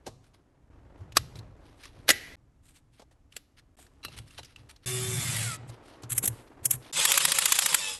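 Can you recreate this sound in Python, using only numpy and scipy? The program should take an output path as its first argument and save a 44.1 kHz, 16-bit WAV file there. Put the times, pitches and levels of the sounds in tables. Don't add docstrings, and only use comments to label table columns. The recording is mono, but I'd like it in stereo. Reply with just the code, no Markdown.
import sys
import numpy as np
from scipy import signal
from scipy.fft import rfft, irfft, next_fast_len
from scipy.io import wavfile
from scipy.ndimage import uniform_filter1d, map_coordinates

SR = 44100
rng = np.random.default_rng(int(sys.argv[2]) if len(sys.argv) > 2 else 0)


def gain_from_db(level_db):
    decades = np.asarray(level_db, float) / 20
    return 10 ** decades


def waveform_to_disk(signal):
    frames = np.transpose(np.atleast_2d(signal))
    scaled = np.clip(frames, -1, 1) * 32767
    samples = np.round(scaled).astype(np.int16)
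    wavfile.write(sys.argv[1], SR, samples)


N = 352359
T = np.arange(N) / SR

SCENE_CHANGES = [0.6995, 1.561, 2.361, 3.762, 4.856, 6.921]
CHANGE_GAPS = [0.003, 0.00315, 0.009, 0.011, 0.0065, 0.01]
WET_DB = [-8, -22, -17.5, -17, -13, -24, -21]
TONE_DB = [-2, 0.5, 4, -1, -0.7, 0.5, 1.7]
# pitch_hz, density_db_per_hz
ROOM_TONE = [(12, -29), (20, 0), (140, -7), (200, -18), (278, -10.5), (443, -29), (668, -27), (4190, -47),
             (6860, -46), (11600, -54), (14000, -63)]
# pitch_hz, t60_s
ROOM_T60 = [(200, .6), (1000, 0.5), (2000, 0.7), (6000, 0.65), (12000, 0.55), (13500, 0.16)]
# pitch_hz, side_db
PORTS = [(100, -17), (300, -3.5), (1000, -4.5), (4000, -5.5), (8000, -7.5), (11000, 5), (14000, 2)]
# pitch_hz, level_db
OVERALL_COLOUR = [(20, -4.5), (9300, 2), (10000, -1.5), (10280, -10), (10550, 4.5), (11200, 8), (12200, -0.5),
                  (13200, -12), (14000, -27.5), (15300, -14), (17000, -27)]

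# pitch_hz, density_db_per_hz
DULL_RUB = [(120, -40), (200, -11), (242, -3.5), (279, -0.5), (953, -11.5), (2050, -21.5), (2400, -25.5),
            (9000, -47.5), (11700, -67), (19800, -120)]
# pitch_hz, density_db_per_hz
BRIGHT_RUB = [(1180, -36), (2000, -6), (2700, 4), (3590, -2), (4510, -3), (9710, -7), (11500, -10.5),
              (14000, -46.5)]
# rumble_db, sway_db, dull_rub_db, bright_rub_db
HOLD = [(-76, -72, -71, -98), (-60, -54, -61, -98), (-68, -60, -61, -92), (-70, -62, -76, -98),
        (-74, -64, -70, -84), (-66, -70, -52.5, -82), (-76, -76, -68, -80)]
# peak_s, rumble_db, grow_20db_s, die_20db_s
GRIPS = [(.07, -50, .03, .25), (.64, -56, .06, .05), (1.01, -44, .03, .1), (1.2, -39, .08, .12),
         (1.4, -44, .15, .15), (2.0, -51, .08, .08), (2.108, -43, .02, .06), (4.07, -52, .02, .2),
         (4.2, -46, .1, .1), (4.42, -52, .15, .08), (4.62, -55, .1, .15), (5.705, -50, .03, .05),
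         (6.05, -48, .02, .06), (6.13, -45, .02, .15), (6.3, -43, .12, .1), (6.62, -50, .05, .1),
         (6.745, -45, .08, .08), (6.95, -54, .03, .15)]

# treble_db, thud_db, t60_s
BUMPS = [(0.064, -35, 1600), (0.072, -38, 320), (0.34, -59, 1500), (1.005, -62, 960), (2.994, -49, 760),
         (3.018, -50, 740), (3.111, -60, 1800), (3.787, -53, 1815), (4.081, -46, 2710), (4.387, -43, 3950),
         (4.387, -46, 1300), (5.694, -47, 884), (6.033, -38, 1000), (6.236, -35, 500), (6.237, -38, 1300)]
BUMP = (-23, 4, .055)
TICKS = [(0.24, -56, 1500), (1.121, -42.5, 2620), (1.354, -42.5, 3930), (1.388, -41, 4120),
         (1.834, -41.5, 2350), (1.853, -37, 1180), (2.766, -54, 850), (3.322, -44.5, 2840),
         (3.586, -54.5, 1400), (3.594, -52.5, 1930), (3.864, -50, 1756), (4.306, -51, 2750),
         (4.43, -41, 3010), (4.446, -42, 4900), (4.454, -46, 5200), (4.278, -56, 5000), (4.559, -46, 2790),
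         (4.761, -50, 3840)]
TICK = (-13, -16, .03)
SNAPS = [
    (1.167, -15, 4000),
    (1.167, -17, 7800),
    (3.364, -32, 2840),
    (3.364, -28.5, 7500),
    (4.047, -33, 1304),
]
SNAP = (-7, -13, .03)
LATCHES = [
    (2.081, -21, 1700),
    (2.078, -36, 3300),
    (2.089, -9, 1850),
    (2.089, -10, 3700),
    (2.1, -11, 1950),
    (2.101, -10, 8000),
    (2.106, -14, 6800),
]
LATCH = (-4.5, -9, .038)
CRACKS = [
    (1.1695, -5, 1250),
    (4.049, -25, 1300),
    (2.103, -9, 1900),
]
CRACK = (-8, -12, .02)
DETENTS = [
    (6.179, -21, 2270),
    (6.256, -26, 3500),
    (6.276, -21, 4000),
    (6.654, -21, 3200),
    (6.708, -21, 3200),
]
DETENT = (12, -14, .027)

# middle_s, level_db, length_s
DRAGS = [(.075, -60, .06), (2.77, -64, .06), (3.0, -63, .07), (1.698, -65, 0.19), (1.85, -53, .13),
         (3.586, -55.5, 0.037), (4.04, -50, 0.021), (4.135, -52.5, 0.072), (4.388, -44, .04),
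         (4.842, -59, 0.04), (1.97, -66, .2), (4.12, -60, .09), (4.5, -62, .12), (5.74, -60, .08),
         (4.6, -62, .06), (5.92, -61, .18), (6.87, -54, .14), (6.479, -62.5, 0.029), (0.347, -63, 0.03)]
RUBS = [(0.262, -68, .08), (0.991, -72, 0.038), (1.375, -52.5, 0.034), (1.818, -64, .14),
        (2.08, -54, 0.009), (2.956, -65, 0.069), (3.012, -68, .05), (3.126, -69, .04), (3.35, -63, 0.092),
        (4.185, -44, .045), (4.333, -57.5, 0.12), (4.705, -47.5, 0.034), (5.88, -61, 0.12),
        (6.38, -57, .15), (4.28, -60, .05), (2.04, -71, .08)]
SLIDES = [(1.172, -42, 0.017), (2.69, -60.5, 0.12), (2.77, -61, 0.073), (3.818, -57, 0.13),
          (5.695, -53, 0.042), (6.03, -53, 0.022), (6.648, -44.5, 0.033)]
TWISTS = [(6.235, -40, .012), (6.11, -37, .03), (6.126, -31, 0.035), (6.168, -41, 0.045),
          (6.247, -32, 0.045), (6.737, -36, 0.06)]

# start_s, peak_db, pitch_hz, t60_s
THUMPS = [(.985, -39, 98, .3), (1.182, -28, 98, .25), (1.39, -39, 100, .2), (4.184, -35, 125, .15),
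          (4.856, -29, 125, .12), (5.695, -33, 115, .1), (6.036, -31, 118, .2), (6.113, -27, 120, .25),
          (6.18, -35, 115, .25), (6.236, -28, 190, .08), (6.28, -26, 118, .2), (6.305, -33, 110, .2),
          (6.652, -33, 128, .3), (6.705, -38, 130, .2), (6.735, -34, 125, .3)]

# pitch_hz, level_db, t60_s
BIT_MODES = [(1250, -10, .05), (2700, -3, .07), (2790, -2, .045), (3960, -3, .07), (4090, -4, .045),
             (5620, -12, .03), (8240, -17, .05)]
# start_s, level_db, upper_modes_db, ring_time_share
BIT_TAPS = [(4.03, -50, 0, 1.1), (4.038, -45, 0, 1.1), (4.049, -38, 0, 1.1), (4.058, -48, 0, 1.2),
            (4.082, -46, -2, .7), (4.307, -50, -12, .4), (4.378, -54, 8, .7), (4.388, -52, 5, .9),
            (4.397, -58, 8, 1.1), (4.561, -40, -12, .35)]

# time_s, gear_noise_db, load_0_to_1
COAST = [
    (4.853, -42, .3),
    (4.878, -35.5, .4),
    (4.92, -38.5, 0),
    (5.14, -38.5, .1),
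    (5.28, -38.5, 1),
    (5.39, -37.5, 1),
    (5.44, -39.5, 1),
    (5.55, -45, 1),
    (5.572, -60, 1),
]
# time_s, gear_noise_db, load_0_to_1
SLIP = [
    (6.925, -38, .8),
    (6.993, -28, .7),
    (7.113, -27, 1),
    (7.197, -31.5, 1),
    (7.74, -32, 1),
    (7.79, -36, .9),
    (7.815, -37, 0),
    (7.9, -37.5, 0),
    (7.95, -42, .2),
    (7.99, -56, .5),
]
# time_s, speed_hz
COAST_HZ = [(4.84, 370), (4.95, 378), (5.12, 377), (5.19, 362), (5.25, 345), (5.39, 300), (5.46, 229),
            (5.62, 195)]
# time_s, speed_hz
SLIP_HZ = [(6.92, 330), (7.05, 380), (7.12, 410), (7.68, 405), (7.73, 372), (7.78, 320), (7.82, 296),
           (7.92, 284), (7.99, 272)]
# pitch_hz, density_db_per_hz
COAST_GEARS = [(260, -47), (450, -7), (654, -1.5), (1100, -2.5), (2070, 3.5), (5740, -2), (10200, 2.5),
               (12000, -2), (13400, -34.5), (14000, -86)]
# pitch_hz, density_db_per_hz
SLIP_GEARS = [(88, -44.5), (150, -6.5), (314, -21.5), (556, -3.5), (711, -16.5), (860, -4.5), (1550, -11),
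              (3440, -2.5), (4080, -6.5), (11100, -10), (14000, -44)]
# shaft_multiple, level_db
COAST_ORDERS = [(2, -12), (3, -0.5), (6.2, 2.5), (9.4, 0), (12, -3.5), (15, -8)]
# shaft_multiple, level_db
SLIP_ORDERS = [(3, -3), (6, -3), (9, 2), (12, -3), (15, -10), (18, -3)]
COAST_LAW = [(-2, 1), (-11, -4), (0, -32), (.003, .021)]
SLIP_LAW = [(-3, -5), (-1.5, -19), (-45, -28), (.0015, .022)]
# pitch_hz, width_hz, level_db
HOUSING = [(546.6, 110, 1.5), (662, 60, -6), (1238, 55, 5.5), (1900, 42, 0), (2120, 120, -3.5),
           (2621, 65, -2), (3400, 180, -2), (5060, 110, 2.5), (7640, 1300, 14), (9820, 510, 8.5)]
# time_s, level_db
COIL_DB = [(4.86, -49), (5.2, -48), (5.36, -50), (5.42, -86)]
# time_s, pitch_hz, level_db
SHAKE = [(4.858, 122.8, -33), (4.996, 122, -33), (5.124, 112, -29.5), (5.234, 118, -28.5),
         (5.404, 108, -29.5), (5.526, 118, -36), (5.724, 116.5, -47), (5.78, 118.6, -61)]
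# middle_s, level_db, length_s, ring_hz
CLIMBS = [(6.975, -31, .04, 3500), (7.01, -28, .06, 3200), (7.04, -30, .03, 3600),
          (7.092, -27.5, .035, 7400), (7.145, -28, .03, 3000), (7.157, -25, .012, 7200),
          (7.215, -28, .04, 3000), (7.29, -29, .035, 3000), (7.358, -28, .035, 7350),
          (7.425, -28.5, .035, 3000), (7.495, -30, .035, 7660), (7.558, -27, .035, 6920),
          (7.625, -28, .035, 4900), (7.698, -29, .035, 4800), (7.733, -27, .02, 3300)]
# start_s, peak_db
CLUTCH = [(7.052, -8), (7.118, -9), (7.176, -8.5), (7.251, -8), (7.319, -10), (7.386, -9.5), (7.456, -9.5),
          (7.521, -8), (7.588, -9), (7.66, -9), (7.744, -8.5)]
# treble_db, thud_db, t60_s
DROP = (-3, -27, .023)


def evened(x):
    return x / np.sqrt(np.mean(x ** 2) + 1e-20)


def read(points, hz):
    f, value = np.transpose(points)
    return np.interp(np.log(hz + 1), np.log(f + 1), value)


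def coloured(x, points):
    size = next_fast_len(x.shape[-1] + 2048)
    gain = gain_from_db(read(points, np.fft.rfftfreq(size, 1 / SR)))
    return irfft(rfft(x, size) * gain, size)[..., :x.shape[-1]]


def noise():
    return rng.standard_normal(N)


def band(x, lo_hz, hi_hz):
    return signal.sosfilt(signal.butter(2, [lo_hz, hi_hz], "bandpass", fs=SR, output="sos"), x)


def resonate(x, hz, width):
    turn = np.exp(2j * np.pi * np.cumsum(hz * np.ones(len(x))) / SR)
    r = np.exp(-np.pi * width / SR)
    return 2 * (turn * signal.lfilter([1 - r], [1, -r], x / turn)).real


def wander(count, hz):
    knots = rng.standard_normal(int(count / SR * hz) + 3)
    return np.interp(np.arange(count) * hz / SR, np.arange(len(knots)), knots)


def by_shot(values):
    return np.take(values, np.searchsorted(SCENE_CHANGES, T), axis=0)


def add(mix, s, sound):
    part = mix[round(s * SR):][:len(sound)]
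    part += sound[:len(part)]


def hands():
    table = resonate(resonate(noise(), 105, 60), 105, 60)
    low = evened(table + 0.068 * band(noise(), 70, 280))
    deep = evened(band(noise(), 43, 81))
    dull = evened(coloured(noise() * gain_from_db(2.6 * wander(N, 150)), DULL_RUB))
    bright = evened(coloured(noise() * gain_from_db(4.0 * wander(N, 430)), BRIGHT_RUB))
    squeeze = sum(gain_from_db(db - 20 * abs(T - s) / np.where(T < s, grow, die)) for s, db, grow, die in GRIPS)
    grip, sway, soft, crisp = gain_from_db(by_shot(HOLD).T) * gain_from_db(2.5 * wander(N, 6))
    rumble = (grip + squeeze) * low + (sway + gain_from_db(-7) * squeeze) * deep
    rub = (soft + gain_from_db(-22) * squeeze) * dull + (crisp + gain_from_db(-36) * squeeze) * bright
    return rumble, rub


ROOM_TONE_DB = -60.5


def room_tone():
    return gain_from_db(ROOM_TONE_DB) * evened(coloured(noise(), ROOM_TONE)) * gain_from_db(by_shot(TONE_DB))


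def port_air():
    air = gain_from_db(ROOM_TONE_DB - 15) * evened(band(coloured(noise(), ROOM_TONE), 60, 9000))
    return np.array([air, -air])


def clicks(rows, spread_s, ring_width, ring_share, rise_s, rebound):
    mix = np.zeros((2, N))
    t = np.arange(-800, 4000) / SR
    s, db, hz, treble_db, thud_db, t60 = np.transpose(rows)[:, :, None]
    luck = rng.random((len(rows), 2))
    first_s, second_s = spread_s * (.5 + luck[:, :1]), spread_s * (1.6 + luck[:, 1:])
    blows = 0
    for at, size in [(0, .8), (first_s, rebound), (second_s, .6 * rebound)]:
        blows = blows + size * (t >= at) * gain_from_db(-60 * abs(t - at) / np.maximum(t60, .02))
    creak = .16 * gain_from_db(-60 * abs(t) / .033)
    crack = rng.standard_normal(blows.shape) * (blows * np.clip(t / rise_s, 0, 1) + creak)
    tick = np.linalg.norm(crack, axis=1)[:, None] * (t == 0)
    sound = 0
    for size, lo_hz, hi_hz in [(.9, 900, 7000), (gain_from_db(treble_db), 6200, 15000), (gain_from_db(thud_db), 240, 900)]:
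        pair = band(np.array([crack, tick]), lo_hz, hi_hz)
        sound = sound + gain_from_db(db) * size * pair / abs(pair[0]).max(axis=1)[:, None]
    for k in range(len(rows)):
        ring = resonate(crack[k], hz[k], ring_width)
        ring = gain_from_db(db[k] + np.array([[1.5], [-12]])) * ring_share * ring / abs(ring).max()
        for side in range(2):
            add(mix[side], s[k, 0] + t[0], sound[side, k] + ring[side])
    return mix


def plastic_clicks():
    kinds = [(SNAPS, SNAP), (LATCHES, LATCH), (BUMPS, BUMP), (TICKS, TICK)]
    return clicks([row + kind for rows, kind in kinds for row in rows], 0.0014, 280, 0.47, 0.0011, 1)


def scrapes():
    out = np.zeros(N)
    kinds = [(DRAGS, .22), (RUBS, .38), (SLIDES, .55), (TWISTS, .72)]
    strokes = [(s, db, length, .5, .4, hz) for s, db, length, hz in CLIMBS]
    strokes += [(*row, treble, 0, 1000) for rows, treble in kinds for row in rows]
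    for s, db, length, treble, ring, hz in strokes:
        count = int(1.21 * length * SR)
        ticks = (rng.standard_normal(SR // 2) * gain_from_db(3.5 * wander(SR // 2, 400)))[:count]
        ribs = evened(band(ticks, 6900, 10000))
        ribs = ribs + 3.4 * treble ** 4 * evened(resonate(ticks, 11200, 670))
        body = evened(band(ticks, 1000, 4600))
        sound = treble * ribs + (1 - treble) * body + ring * evened(resonate(ticks, hz, 650))
        add(out, s - 0.64 * length, gain_from_db(db) * sound * np.hanning(count))
    return out


def thumps():
    out = np.zeros(N)
    t = np.arange(SR // 2) / SR
    rise = 1 - np.exp(-t / .006)
    for s, db, hz, t60 in THUMPS:
        add(out, s, gain_from_db(db - 60 * t / t60) * rise * np.sin(2 * np.pi * hz * t))
    return out


def hard_cracks():
    return clicks([row + CRACK for row in CRACKS], .0012, 350, .6, .0002, .35)


def battery_case(far_clicks):
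    return 5.5 * resonate(far_clicks * (abs(T - 2.1) < .05), 1850, 420)


def bit():
    out = np.zeros(N)
    t = np.arange(6000) / SR
    lucks = rng.standard_normal((len(BIT_TAPS), len(BIT_MODES)))
    for (s, db, upper_db, free), luck in zip(BIT_TAPS, lucks):
        modes = 0
        for (hz, mode_db, t60), a in zip(BIT_MODES, luck):
            decay = gain_from_db(mode_db + upper_db * (hz > 3000) + 2 * a - 60 * t / (free * t60))
            modes = modes + decay * np.sin(2 * np.pi * hz * (1 + 0.009 * a) * t)
        add(out, s, gain_from_db(db) * modes * np.minimum(t / .001, 1))
    return out


def patchy(x, db):
    z = signal.stft(x, nperseg=512)[2]
    patches = uniform_filter1d(rng.standard_normal(z.shape), size=2, axis=0)
    patches = evened(uniform_filter1d(patches, size=5, axis=1))
    return signal.istft(z * gain_from_db(db * patches - db ** 2 / 9), nperseg=512)[1][:len(x)]


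def motor(rows, law, speed, gears, orders, beat, loose_db):
    s, *columns = np.transpose(rows)
    t = np.arange(s[0], s[-1], 1 / SR)
    noise_db, load = (np.interp(t, s, c) for c in columns)
    knock_db, whine_db, imbalance_db, unsteady = (free + (loaded - free) * load for free, loaded in law)
    hz = uniform_filter1d(np.interp(t, *np.transpose(speed)), size=1200)
    turn = 2 * np.pi * np.cumsum(hz * (1 + unsteady * wander(len(t), 90))) / SR
    pulse = 1 + beat * np.cos(turn) + .5 * beat * np.cos(turn / 3)
    hiss = rng.standard_normal(len(t)) * pulse * gain_from_db(1.8 * wander(len(t), 150))
    teeth = rng.standard_normal((90, 361))
    knocks = map_coordinates(teeth, [np.cumsum(12 + 35 * load) / SR, turn / (6 * np.pi) % 1 * 360], order=1)
    mesh = gain_from_db(noise_db) * evened(patchy(hiss, loose_db))
    mesh = mesh + gain_from_db(noise_db + knock_db) * evened(knocks * pulse)
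    mesh = mesh + 0.24 * sum(gain_from_db(g) * resonate(mesh, f, w) for f, w, g in HOUSING)
    whine = 0
    for order, db in orders:
        lift = sum(gain_from_db(g) / (1 + (2 * (order * hz - f) / w) ** 2) for f, w, g in HOUSING)
        flicker = gain_from_db((2.5 + 3.5 * load) * wander(len(t), 30))
        whine += gain_from_db(db) * flicker * (0.21 + lift) * np.sin(order * turn + 6 * rng.random())
    scale = np.std(coloured(rng.standard_normal(SR), gears))
    sound = coloured(mesh, gears) / scale * gain_from_db(-4.5)
    sound = sound + gain_from_db(noise_db + whine_db) * whine
    sound = sound + np.sqrt(2) * gain_from_db(noise_db + imbalance_db) * np.sin(turn)
    out = np.zeros(N)
    add(out, s[0], sound * signal.windows.tukey(len(t), .01))
    return out


def coil():
    hz = 3545
    s, db = np.transpose(COIL_DB)
    whistle = resonate(np.sin(2 * np.pi * hz * T) + 3 * noise(), hz, 25)
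    return gain_from_db(np.interp(T, s, db, -200, -200)) * evened(whistle)


def coasting_motor():
    return motor(COAST, COAST_LAW, COAST_HZ, COAST_GEARS, COAST_ORDERS, .25, 5.5) + coil()


def shake():
    s, hz, db = np.transpose(SHAKE)
    tone = np.sin(2 * np.pi * np.cumsum(np.interp(T, s, hz)) / SR)
    flutter = evened(resonate(resonate(noise(), 118, 60), 118, 60))
    return gain_from_db(np.interp(T, s, db, -200, -200)) * (.9 * tone + .55 * flutter)


def torque_ring():
    return clicks([row + DETENT for row in DETENTS], .002, 900, .2, .0003, .65)


def slipping_motor():
    slip = motor(SLIP, SLIP_LAW, SLIP_HZ, SLIP_GEARS, SLIP_ORDERS, .3, 6)
    return slip * (1 - sum(.55 * np.exp(-((T - row[0] - .012) / .012) ** 2) for row in CLUTCH))


def clutch_rattle():
    ring_hz = rng.uniform(6800, 8600, len(CLUTCH))
    drops = [row + (hz,) + DROP for row, hz in zip(CLUTCH, ring_hz)]
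    return clicks(drops, .0018, 1200, .5, .0005, .4)


def ports(x, side_db):
    size = next_fast_len(N)
    hz = np.fft.rfftfreq(size, 1 / SR)
    lead = gain_from_db(side_db + read(PORTS, hz)) * wander(len(hz), 45)
    side = irfft(1j * lead * rfft(x, size), size)[:N]
    return np.array([x + side, x - side])


def room(x):
    hz, t, z = signal.stft(rng.standard_normal((2, SR)), SR, nperseg=256)
    decay = gain_from_db(-60 * t / read(ROOM_T60, hz)[:, None]) + 3.3 * gain_from_db(-60 * t / .1)
    tail = signal.istft(z * decay * (t > .004), SR, nperseg=256)[1]
    tail = tail / np.linalg.norm(tail[0])
    edges = [0] + [round(s * SR) for s in SCENE_CHANGES] + [N]
    out = np.zeros((2, N))
    for a, b, db in zip(edges, edges[1:], WET_DB):
        out[:, a:b] = gain_from_db(db) * signal.fftconvolve(x[None, a:b], tail, axes=1)[:, :b - a]
    return out


def scene():
    rumble, rub = hands()
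    clicking, far_clicks = plastic_clicks()
    cracks, far_cracks = hard_cracks()
    notches, far_notches = torque_ring()
    rattle, far_rattle = clutch_rattle()
    strokes = scrapes() + bit()
    coast = coasting_motor()
    slip = slipping_motor()
    near = ports(rumble + shake() + thumps(), 0.1)
    near = near + ports(rub + room_tone(), 3)
    near = near + ports(coast, 4) + ports(slip, 0.1)
    near = near + ports(clicking + cracks + notches + rattle + strokes, -2)
    far = far_clicks + far_cracks + far_notches + far_rattle + strokes + battery_case(far_clicks)
    wet = room(gain_from_db(2.5) * far + gain_from_db(15) * band(coast, 300, 4500) + gain_from_db(14) * slip)
    return port_air() + near + wet


def top_cut(x):
    return signal.sosfilt(signal.butter(12, 16970, fs=SR, output="sos"), x)


def record(dry):
    recover_s, recover_db_per_s = 2.12, 22
    recovering = (T > recover_s) * (T < SCENE_CHANGES[2])
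    gain = gain_from_db(recover_db_per_s * (T - recover_s) * recovering)
    for s, gap in zip(SCENE_CHANGES, CHANGE_GAPS):
        gain *= np.clip((abs(T - s) - gap / 2) / 0.00095, 0, 1)
    return top_cut(coloured(dry, OVERALL_COLOUR) * gain)


dry = scene()
out = record(dry)
waveform_to_disk(out)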